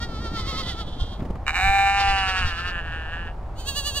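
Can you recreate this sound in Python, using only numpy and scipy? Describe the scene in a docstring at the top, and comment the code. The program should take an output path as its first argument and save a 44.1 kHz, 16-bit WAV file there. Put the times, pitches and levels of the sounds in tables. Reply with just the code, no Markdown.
"""A lamb's level call comes first, over wind rumbling on the microphone and dry grass rustling.
More calls follow in the open pasture, one thin, two quavering; stalks tick. From 1.46 s a ewe gives
one long, buzzing bleat, closing her mouth as she runs out of air. A goat kid quavers last.
Each voice is vocal-fold pulses and breath puffs through throat resonances.
Wind and grass are shaped noise."""
import sys
import numpy as np
from scipy import signal
from scipy.fft import rfft, irfft, next_fast_len
from scipy.io import wavfile
from scipy.ndimage import uniform_filter1d, map_coordinates

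SR = 44100
rng = np.random.default_rng(int(sys.argv[2]) if len(sys.argv) > 2 else 0)


def transcribe(signal):
    """Save signal, clipped to [-1, 1], as a 16-bit WAV file at the path in sys.argv[1]."""
    frames = np.atleast_2d(signal).T
    limited = np.clip(frames, -1, 1)
    pcm = np.round(limited * 32767).astype(np.int16)
    wavfile.write(sys.argv[1], SR, pcm)


N = 176400

# ewe's bleat (time [s], pitch [Hz], level [dB])
EWE_BLEAT = [(1.46, 120, -45.5), (1.479, 152.1, -31), (1.518, 154.5, -32.5), (1.56, 178.1, -23),
             (1.602, 186.8, -23.5), (1.667, 197, -25), (1.869, 197.2, -23), (1.977, 198.9, -25.5),
             (2.128, 196.2, -25), (2.4, 185.2, -27), (2.548, 167.8, -32), (2.677, 179.2, -32.5),
             (2.8, 169.6, -33), (2.82, 166.1, -36.5), (3.069, 159.3, -36), (3.197, 171.8, -37.5),
             (3.269, 166.8, -38), (3.35, 165.6, -59.5)]
# her lowest throat resonance (time [s], level [dB])
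EWE_RESONANCE = [(1.5, -40), (1.65, -23), (1.75, -19), (1.87, -19), (1.94, -23), (2.08, -20.5),
                 (2.55, -50.5)]
# her mouth (time [s], closing [0 wide, 1 half, 2 nearly shut], roughness [0-1])
EWE_MOUTH = [(1.48, 0.49, 0.29), (1.65, 0.27, 0.076), (1.82, 0.35, 0.06), (2.1, 1.03, 0.014),
             (2.82, 1.76, 0.12)]
# her throat, mouth wide, half open, nearly shut (frequency [Hz], gain [dB])
THROAT_WIDE = [(600, -22), (1250, -2), (1750, 8.5), (1980, -7), (2370, 13), (3200, -34), (3800, -0.5),
               (4900, -30), (8200, -16.5), (10300, -50), (13600, -24), (15500, -97.5)]
THROAT_HALF = [(580, -23), (950, -1), (1750, 2.5), (1980, -7.5), (2920, 4), (3250, -38.5), (3900, -17.5),
               (6000, -26.5), (7200, -28.5), (9300, -30), (10500, -50)]
THROAT_SHUT = [(1050, -16.5), (1740, 10), (2150, -22.5), (2850, -5), (3600, -18), (6100, -32),
               (7700, -46.5), (10100, -100)]
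# lambs' held calls (time [s], pitch [Hz], level [dB])
LEVEL_CALL = [(0, 457, -43), (.045, 472.6, -45.5), (.175, 433.6, -44.5), (.225, 470.3, -38),
              (.29, 445.3, -40), (.33, 466, -37.5), (.38, 439, -39), (.62, 430, -41)]
THIN_CALL = [(.63, 342.8, -37), (.7, 340, -41), (.84, 333, -46.5), (1.04, 357, -47.5), (1.21, 364, -53)]
# quavering bleats, one row per shake (time [s], top pitch [Hz], level [dB])
FIRST_QUAVER = [(.394, 526, -36.5), (.493, 548, -33.5), (.594, 542, -32), (.697, 512.4, -36.5),
                (.8, 446.7, -37)]
SECOND_QUAVER = [(2.008, 521.6, -30), (2.097, 499, -33), (2.192, 490, -34.5), (2.293, 466.8, -30),
                 (2.385, 470.6, -31), (2.482, 472.8, -32.5), (2.595, 447.6, -36), (2.686, 431.2, -37)]
KID_QUAVER = [(3.6, 519, -44.5), (3.688, 566, -29.5), (3.782, 582, -27), (3.877, 585, -27),
              (3.977, 571.4, -27.5)]
# young throats (frequency [Hz], gain [dB])
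LAMB_THROAT = [(950, -6.5), (1350, 12), (1600, -18.5), (1900, 6.5), (2500, -10.5), (3200, 0), (4600, -4),
               (7500, -21), (11500, -32)]
THIN_THROAT = [(1400, -11), (2400, -30.5), (3250, -1), (4600, -18), (15000, -46)]
KID_THROAT = [(560, -15.5), (1720, -8.5), (2150, -35), (2850, 2), (3450, -9), (4550, -5.5), (5350, -25.5),
              (6350, -10), (12500, -26), (14800, -21.5)]
# gust peaks, rustle envelope, stalk ticks (time [s], level [dB])
GUSTS = [(.44, -32.5), (1.021, -28), (1.678, -22.5), (2.102, -26.5), (2.449, -24)]
RUSTLE = [(0, -40), (.25, -34.5), (1.17, -46), (1.24, -25), (1.42, -49), (3.6, -50)]
TICKS = [(1.205, -36.5), (1.357, -39.5)]
# noise spectra (frequency [Hz], gain [dB])
RUMBLE_SPECTRUM = [(25, -2), (60, 3), (110, -10), (6000, -110)]
AIR_SPECTRUM = [(350, -1), (800, 4), (2500, -21.5), (15000, -46.5)]
RUSTLE_SPECTRUM = [(210, 2), (420, -6.5), (1300, -26), (12000, -56)]
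TICK_SPECTRUM = [(1200, 0), (14000, -46)]
# stereo side relative to mid (frequency [Hz], gain [dB])
VOICE_SIDE = [(800, -14.5), (2300, -6), (4500, 4), (14000, -3)]
NOISE_SIDE = [(40, -24), (4000, -3.5)]
# voices' side relative to mid (frequency [Hz], phase [rad])
SIDE_PHASE = [(1300, 1.24), (2300, 2.13), (5000, 2.18), (9000, 1.52)]

RESONANCE_HZ, RESONANCE_WIDTH_HZ = 794.5, 62
SHAKE_S, YOUNG_JITTER = 0.1, 0.0071  # jitter: fraction of pitch
RUMBLE_DB, AIR_DB, GUST_HALF_WIDTH_S = -32.5, -43.5, 0.035
TICK_T60_S = 0.045
TOP_HZ = 15700
TIME_S = np.arange(N) / SR


def ewe():
    """Sharp pulses through a closing mouth; a low resonance sings on the fourth harmonic."""
    def resonance(hz):
        damping = 1j * hz * RESONANCE_WIDTH_HZ
        return (damping / (RESONANCE_HZ ** 2 - hz ** 2 + damping)) ** 2

    pitch_hz, level_db = curves(EWE_BLEAT)
    closing, rough = curves(EWE_MOUTH)
    source = vocal_folds(pitch_hz, rough / 2, jitter=rough / 10)
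    cycles = np.cumsum(pitch_hz) / SR
    # creak: every second pulse weakens
    source *= 1 - np.clip(2 * rough, 0, 1) * np.sin(np.pi * cycles / 2) ** 2
    mouth = sum(np.clip(1 - abs(closing - k), 0, 1) * unit_rms(resonate(source, throat))
                for k, throat in enumerate([THROAT_WIDE, THROAT_HALF, THROAT_SHUT]))
    voice = amp(level_db + 16.8 * rough * wobble(35.38)) * steady(mouth)
    voice += amp(curves(EWE_RESONANCE)[0]) * steady(filtered(source, resonance))
    return in_pasture(voice * gate(EWE_BLEAT))


def young():
    """Four lamb calls, then the goat kid."""
    voices = held_call(LEVEL_CALL, LAMB_THROAT, rough=0.0078)
    voices += held_call(THIN_CALL, THIN_THROAT, rough=0.18)
    for shakes in (FIRST_QUAVER, SECOND_QUAVER):
        voices += quaver(shakes, LAMB_THROAT, sag=0.075, dip_db=10, rough=0.051)
    voices += quaver(KID_QUAVER, KID_THROAT, sag=0.064, dip_db=13, rough=0.0077)
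    return in_pasture(voices)


def held_call(rows, throat, rough):
    """Fold pulses through an unchanging throat; the level flutters."""
    pitch_hz, level_db = curves(rows)
    voice = steady(resonate(vocal_folds(pitch_hz, rough, YOUNG_JITTER), throat))
    return voice * amp(level_db + 3.8 * wobble(30.7)) * gate(rows)


def quaver(shakes, throat, sag, dip_db, rough):
    """Shaken bleat: between shakes the pitch sags and the voice turns weak and rough."""
    times_s = [row[0] for row in shakes]
    times_s = [times_s[0] - SHAKE_S, *times_s, times_s[-1] + SHAKE_S]
    turn = np.interp(TIME_S, times_s, np.arange(len(times_s)))
    slack = np.sin(np.pi * turn) ** 2  # 0 on a shake, 1 between
    fade = np.clip(2 * np.minimum(turn, len(times_s) - 1 - turn) - 1, 0, 1) ** 0.5
    top_pitch_hz, level_db = curves(shakes)
    pitch_hz = top_pitch_hz * (1 - sag * (slack + 1 - fade))
    source = vocal_folds(pitch_hz, rough * (1 + 2 * slack), YOUNG_JITTER)
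    return steady(resonate(source, throat)) * amp(level_db - dip_db * slack) * fade


def vocal_folds(pitch_hz, rough, jitter, spread_db=0.75):
    """One band-limited pulse per cycle, then a noise puff; rough is the puffs' share of power."""
    cycles = np.cumsum(pitch_hz * (1 + jitter * wobble(170))) / SR
    centres = np.interp(np.arange(1, int(cycles[-1])), cycles, np.arange(N))
    taps = centres.astype(int)[:, None] + np.arange(-7, 9)
    offsets = taps - centres[:, None]
    shape = np.sinc(offsets) * np.cos(np.pi * offsets / 16) ** 2
    sizes = amp(spread_db * rng.standard_normal(N)[:len(centres), None])
    pulses = np.bincount(np.clip(taps, 0, N - 1).ravel(), (shape * sizes).ravel(), N)
    puffs = rng.standard_normal(N) * np.exp(-2 * (cycles % 1))
    return np.sqrt(1 - rough) * steady(pulses - pulses.mean()) + np.sqrt(rough) * unit_rms(puffs)


def resonate(source, throat):
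    """Throat ringing after each pulse: a minimum-phase filter."""
    def response(hz):
        cepstrum = irfft(np.log(amp(log_interp(throat, hz))))
        half = len(cepstrum) // 2
        cepstrum[1:half] *= 2
        cepstrum[half + 1:] = 0
        return np.exp(rfft(cepstrum))
    return filtered(source, response)


def in_pasture(voice, scatter_db=-14, scatter_t60_s=0.029):
    """Voice in stereo, with brief scatter from the ground."""
    side = filtered(voice, lambda hz: amp(log_interp(VOICE_SIDE, hz))
                    * np.exp(1j * log_interp(SIDE_PHASE, hz)))
    pair = np.array([voice + side, voice - side])
    tail_s = TIME_S[:SR // 10]
    tail = rng.standard_normal((2, len(tail_s))) * amp(-60 * tail_s / scatter_t60_s)
    tail /= np.linalg.norm(tail[0])
    return pair + amp(scatter_db) * signal.fftconvolve(pair, tail, axes=1)[:, :N]


def wind():
    """Short gusts buffet the microphone over steady rumble and a faint hush of open air."""
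    gusts = sum(amp(db) * np.exp(-((TIME_S - at_s) / GUST_HALF_WIDTH_S) ** 2) for at_s, db in GUSTS)
    strength = amp(RUMBLE_DB + 0.27 * wobble(5.96)) + gusts
    rumble = stereo_noise(RUMBLE_SPECTRUM)
    rumble /= np.sqrt(np.abs(uniform_filter1d(rumble[0] ** 2, SR // 10)) + 1e-9)
    return strength * rumble + amp(AIR_DB) * stereo_noise(AIR_SPECTRUM)


def grass():
    """Uneven rustle of grass and clothing; two dry stalks tick."""
    rustle = amp(curves(RUSTLE)[0] + 4 * wobble(110)) * stereo_noise(RUSTLE_SPECTRUM)
    decays = sum(amp(db - 60 * np.abs(TIME_S - at_s) / TICK_T60_S) * (TIME_S >= at_s)
                 for at_s, db in TICKS)
    return rustle + decays * stereo_noise(TICK_SPECTRUM)


def stereo_noise(spectrum):
    """Shaped noise, rms 1, nearly mono in the bass."""
    def response(hz):
        return amp(log_interp(spectrum, hz)) * [np.ones_like(hz), amp(log_interp(NOISE_SIDE, hz))]
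    mid, side = filtered(rng.standard_normal((2, N)), response)
    return unit_rms(np.array([mid + side, mid - side]))


def amp(db):
    """Decibels to gain."""
    return 10 ** (np.asarray(db) / 20)


def unit_rms(x):
    """Scale to rms 1."""
    return x / np.sqrt(np.mean(x ** 2) + 1e-20)


def steady(x):
    """Hold rms near 1 over any 50 ms."""
    return x / np.sqrt(np.abs(uniform_filter1d(x * x, SR // 20)) + 1e-12)


def log_interp(points, hz):
    """Interpolate on a log frequency axis."""
    knots_hz, values = np.transpose(points)
    return np.interp(np.log(hz + 1), np.log(knots_hz + 1), values)


def curves(rows):
    """Per-sample curve for each column after time."""
    times_s, *columns = np.transpose(rows)
    return [np.interp(TIME_S, times_s, column) for column in columns]


def gate(rows):
    """1 from first row to last, 10 ms edges."""
    on = (TIME_S >= rows[0][0]) & (TIME_S < rows[-1][0])
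    return uniform_filter1d(on.astype(float), SR // 100)


def wobble(rate_hz):
    """Smooth random curve, rate_hz knots a second."""
    return map_coordinates(rng.standard_normal(N + 4), [TIME_S * rate_hz], order=3, mode="mirror")


def filtered(x, response):
    """Apply a complex frequency response."""
    size = 2 * next_fast_len(N // 2 + SR // 8)
    return irfft(rfft(x, size) * response(np.fft.rfftfreq(size, 1 / SR)), size)[..., :N]


def scene():
    """Flock, wind and grass in the open."""
    return ewe() + young() + wind() + grass()


def record(dry):
    """Brick-wall low-pass at TOP_HZ."""
    return filtered(dry, lambda hz: hz < TOP_HZ)


dry = scene()
out = record(dry)
transcribe(out)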